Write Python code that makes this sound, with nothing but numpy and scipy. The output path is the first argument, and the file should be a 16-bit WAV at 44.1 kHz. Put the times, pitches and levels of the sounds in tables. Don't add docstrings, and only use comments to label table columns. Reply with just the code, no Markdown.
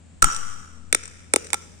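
import sys
import numpy as np
from scipy import signal
from scipy.fft import rfft, irfft
from scipy.io import wavfile

SR = 44100
rng = np.random.default_rng(int(sys.argv[2]) if len(sys.argv) > 2 else 0)


def to_wav(sig):
    pcm = np.clip(np.atleast_2d(sig), -1, 1) * 32767
    pcm = np.round(pcm).astype(np.int16)
    wavfile.write(sys.argv[1], SR, pcm.T)


N = 79380
SHARP_RISE_S, SOFT_RISE_S = 0.00026, 0.0015

# start_s, air_db, plastic_db, head_db, rim_db, pop_db, thud_db, crack_db, yard_db, pan_db
HITS = [(0.2211, -8, -19, -4.5, -34, -28, -25, -10.5, 9.5, 0),
        (0.2246, 6.5, -5.5, 5.5, -4, -14, -4, -6, 1.5, -1.5),
        (0.2426, 2.5, -14, -7.5, -1.5, -1.5, -12.5, -4.5, 7, -2),
        (0.9266, -19.5, 1, -10, -1.5, -26, -4.5, -6.5, -7, 1),
        (0.9472, -9.5, 0, -3.5, -2, -18, -4.5, -10, -1.5, 2.5),
        (1.3363, -9.5, -0.5, -20, -1, 1, 5.5, -7.5, -6, 0),
        (1.3597, -10.5, -4.5, -7, -4, -0.5, 4, -6.5, -2.5, 0),
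        (1.5310, -49, -5.5, -9.5, -6.5, -3, -11.5, -10, -3.5, -3.5),
        (1.5420, -15, -10, -11.5, -14.5, -5, -15, -12.5, -1.5, 0.5)]
def bouncing_shell():
    direct, sent = np.zeros((2, N)), np.zeros((2, N))
    for start_s, air_db, plastic_db, head_db, rim_db, pop_db, thud_db, crack_db, yard_db, pan_db in HITS:
        hit = clack(air_db, plastic_db, head_db, crack_db)
        hit += undb(rim_db) * brass_rim()
        hit += pop_and_thud(pop_db, thud_db)
        add(direct, start_s, hit * pan(pan_db))
        add(sent, start_s, hit * undb(yard_db))
    return direct, sent


# pitch_hz, level_db, fade_s, pan_db, delay_s
AIR_TONES = [(1313, -5.5, 0.022, -11, 0.000483), (1292, -14.5, 0.017, 19.5, 0.000713)]
PLASTIC_TONES = [(1590, -11, 0.0037, 10.5, .0002), (1853, -5, 0.0071, -10.5, 0.00027),
                 (2288, -7.5, 0.0087, -17, 0.00014), (2490, -23.5, 0.009, -22.5, 0.00024),
                 (3609, -25, 0.035, -16.5, .0003), (4022, -19.5, 0.022, 7, 0.000084),
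                 (5060, -14.5, 0.0044, 23.5, 0.00014)]
HEAD_TONES = [(5751, -13, 0.014, 11, 0.00085), (6830, -13.5, 0.011, 1, 0.0012),
              (8147, -6.5, 0.012, 10.5, 0.00011), (8216, -6.5, 0.0089, 2.5, 0.000087)]
def clack(air_db, plastic_db, head_db, crack_db):
    air = undb(air_db) * cut_bass(ring(AIR_TONES), hz=900)
    plastic = undb(plastic_db) * cut_bass(ring(PLASTIC_TONES), hz=1450)
    head = undb(head_db) * ring(HEAD_TONES)
    return air + plastic + head + undb(crack_db) * crack()


# pitch_hz, level_db, fade_s, pan_db, delay_s
RIM_TONES = [(6010, -22.5, 0.02, 22, .0001), (7470, -9.5, 0.0081, -15.5, 0.00011),
             (8770, -6.5, 0.011, 19.5, 0.00068), (9070, -11.5, 0.0066, -25, 0.0018)]
def brass_rim():
    return ring(RIM_TONES)


# pitch_hz, level_db
CRACK_COLOUR = [(200, -49.5), (1000, -6), (1900, -8), (3200, -5.5), (4600, -9), (6000, -13.5), (7600, -3.5),
                (8900, 1), (10200, -11.5), (13000, -21.5), (16000, -29)]
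def crack(level_db=-7, side_db=-4.5, hold_s=0.0014, fade_s=0.012):
    t = hit_time()
    shared, *sides = noise(CRACK_COLOUR, channels=3)[:, :t.shape[1]]
    centre = np.interp(t, t[1], shared)
    grit = centre + undb(side_db) * np.array(sides)
    return undb(level_db) * grit * swell(t, SHARP_RISE_S) * fade(t - hold_s, fade_s)


# pitch_hz, level_db, fade_s, pan_db, delay_s
POP_TONES = [(842.4, -13, 0.021, 1, 0.0013), (913, -23.5, 0.018, -1, 0.0013)]
THUD_TONES = [(475.6, 0, 0.0098, 4, 0.0011), (285, -2.5, 0.013, 4.9, .0016)]
def pop_and_thud(pop_db, thud_db):
    pop = undb(pop_db) * ring(POP_TONES, SOFT_RISE_S)
    thud = undb(thud_db) * ring(THUD_TONES, SOFT_RISE_S)
    return cut_bass(pop + thud, hz=328)


# start_s, level_db, fade_s
LINGERING_NOTES = [(0.2258, -25.5, 0.49), (1.529, -34.5, 0.24)]
def singing_tube(pitch_hz=1347, pan_db=3):
    out = 0
    for start_s, level_db, fade_s in LINGERING_NOTES:
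        t = np.arange(N) / SR - start_s
        loudness = undb(level_db) * swell(t, SOFT_RISE_S) * fade(t, fade_s)
        out += loudness * np.sin(2 * np.pi * pitch_hz * t)
    return out * pan(pan_db)


# start_s, level_db
AIR_PUFFS = [(0.2283, -18), (0.247, -19)]
# pitch_hz, level_db
SWIRL_COLOUR = [(15, 6), (55, 7), (90, -40), (150, -4.5), (280, -4), (400, -14), (550, -31), (900, -41)]
def air_puffs(rise_s=0.0011, swirl_fall_s=0.02, push_fall_s=0.15, right_db=-16.5):
    out = 0
    for start_s, level_db in AIR_PUFFS:
        age = np.maximum(np.arange(N) / SR - start_s, 0)
        swirl = noise(SWIRL_COLOUR, channels=1)[0] * np.exp(-age / swirl_fall_s)
        push = np.exp(-age / push_fall_s)
        out += undb(level_db) * swell(age, rise_s) * (swirl - push)
    return cut_bass(out, hz=1.3, order=2) * undb([[0], [right_db]])


# start_s, air_db, plastic_db, head_db, pan_db
SLAP_ECHOES = [(0.2589, -36, -43, -38, -1), (0.2794, -21, -50, -45, -7), (0.2853, -12.5, -35, -48, -4.5),
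               (.2998, -12.5, -42, -21, -0.5), (0.322, -45, -53, -17, 0), (0.3463, -56, -55, -14, 0),
               (0.363, -32.5, -41, -11, 2), (1.0345, -33, -33, -27, 5.5), (1.0552, -65, -46, -21, -1),
               (1.078, -30, -47, -27, 7.5), (1.4447, -73, -38, -31.5, 10.5),
               (1.4686, -41, -30, -30.5, 13.5), (1.5030, -52, -29, -19.5, -7)]
def slap_echoes(top_hz=8800):
    out = np.zeros((2, N))
    for start_s, air_db, plastic_db, head_db, pan_db in SLAP_ECHOES:
        echo = clack(air_db, plastic_db, head_db, crack_db=head_db - 9)
        add(out, start_s, echo * pan(pan_db))
    return signal.sosfilt(signal.butter(4, top_hz, fs=SR, output="sos"), out)


# pitch_hz, level_db
YARD_COLOUR = [(150, -11), (380, 7.5), (800, -2), (1330, -0.5), (2200, -2), (3200, 1.5), (4300, -4.5),
               (5400, 7.5), (5850, 5.5), (6500, 5.5), (8600, -6.5), (10500, -9), (15000, 2.5)]
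# delay_s, spread_s, level_db (relative to the wash)
WALL_ECHOES = [(0.129, 0.01, -27), (0.302, 0.04, -19)]
def yard_echo(sent, level_db=-14.5, pan_db=1.5, low_fade_s=1.126, treble_fade_s=1, split_hz=5000):
    t = np.arange(N) / SR
    walls = sum(undb(db) * np.exp(-((t - delay_s) / spread_s) ** 2)
                for delay_s, spread_s, db in WALL_ECHOES)
    grain_db, grain_hz = 2.5, 218
    grain = undb(grain_db * noise([(grain_hz, 0), (2 * grain_hz, -60)], channels=1)[0])
    shape = swell(t, rise_s=0.0023) * (1 + walls) * grain
    low_filter = signal.butter(2, split_hz, fs=SR, output="sos")
    out = 0
    for side in sent:
        scatter = noise(YARD_COLOUR)
        low = signal.sosfiltfilt(low_filter, scatter)
        treble = scatter - low
        tail = (low * fade(t, low_fade_s) + treble * fade(t, treble_fade_s)) * shape
        tail /= np.sqrt(np.sum(tail ** 2))
        out += signal.fftconvolve(side[None], tail, axes=1)[:, :N]
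    return undb(level_db) * pan(pan_db) * out


# pitch_hz, level_db
ENGINE_TONES = [(84.5, -52), (170, -63), (253, -70)]
def engine_hum(wander_hz=4, wander_depth=0.015, pan_db=6.5):
    drift = noise([(wander_hz, 0), (10 * wander_hz, -80)], channels=1)[0]
    phase_per_hz = 2 * np.pi * np.cumsum(1 + wander_depth * drift) / SR
    hum = sum(np.sqrt(2) * undb(level_db) * np.sin(pitch_hz * phase_per_hz + rng.uniform(0, 2 * np.pi))
              for pitch_hz, level_db in ENGINE_TONES)
    return hum * pan(pan_db)


# pitch_hz, level_db
OUTDOOR_COLOUR = [(25, -7.5), (50, -5.5), (110, -6.5), (230, -2), (340, -16), (500, -17.5), (900, -22.5),
                  (1300, -25), (2400, -26), (6000, -33.5), (7600, -21), (9000, -28.5), (10200, -77),
                  (15000, -55)]
# pitch_hz, pan_db
OUTDOOR_PAN = [(60, -14), (330, 5), (1000, 2.5), (9000, 2.5)]
def outdoor_air(level_db=-58.5, side_db=4.5):
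    rush = noise(OUTDOOR_COLOUR, channels=1) + undb(side_db) * noise(OUTDOOR_COLOUR)
    lean = undb(np.array([[1], [-1]]) * curve(OUTDOOR_PAN) / 2)
    return undb(level_db) * irfft(rfft(rush) * lean, N)


def ring(tones, rise_s=SHARP_RISE_S, detune=0.006):
    out = 0
    for pitch_hz, level_db, fade_s, pan_db, delay_s in tones:
        t = hit_time() - delay_s
        hz = pitch_hz * (1 + detune * rng.standard_normal())
        loudness = undb(level_db) * pan(pan_db) * swell(t, rise_s) * fade(t, fade_s)
        out += loudness * np.sin(2 * np.pi * hz * t)
    return out


def hit_time(left_lag_s=0.00016):
    return np.arange(SR // 10) / SR - np.array([[left_lag_s], [0]])


def undb(db):
    return 10 ** (np.asarray(db) / 20)


def pan(db):
    return undb(np.array([[db], [-db]]) / 2)


def curve(points):
    hz, value = np.array(points, float).T
    all_hz = np.maximum(np.fft.rfftfreq(N, 1 / SR), 1)
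    return np.interp(np.log(all_hz), np.log(hz), value)


def noise(colour, channels=2):
    x = irfft(rfft(rng.standard_normal((channels, N))) * undb(curve(colour)), N)
    return x / x.std()


def fade(t, fade_s):
    return np.exp(-np.log(1000) * np.maximum(t, 0) / fade_s)


def swell(t, rise_s):
    return 1 - np.exp(-(np.maximum(t, 0) / rise_s) ** 2)


def cut_bass(x, hz, order=3):
    return signal.sosfilt(signal.butter(order, hz, "high", fs=SR, output="sos"), x)


def add(out, start_s, x):
    i = int(round(start_s * SR))
    out[:, i:i + x.shape[1]] += x[:, :N - i]


def scene():
    direct, sent = bouncing_shell()
    shell_and_echoes = direct + singing_tube() + slap_echoes() + yard_echo(sent)
    return shell_and_echoes + air_puffs() + engine_hum() + outdoor_air()


def record(dry, clip_hardness=2.9, top_hz=15800):
    clipped = dry / (1 + np.abs(dry) ** clip_hardness) ** (1 / clip_hardness)
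    return signal.sosfilt(signal.ellip(8, .2, 70, top_hz, fs=SR, output="sos"), clipped)


dry = scene()
out = record(dry)
to_wav(out)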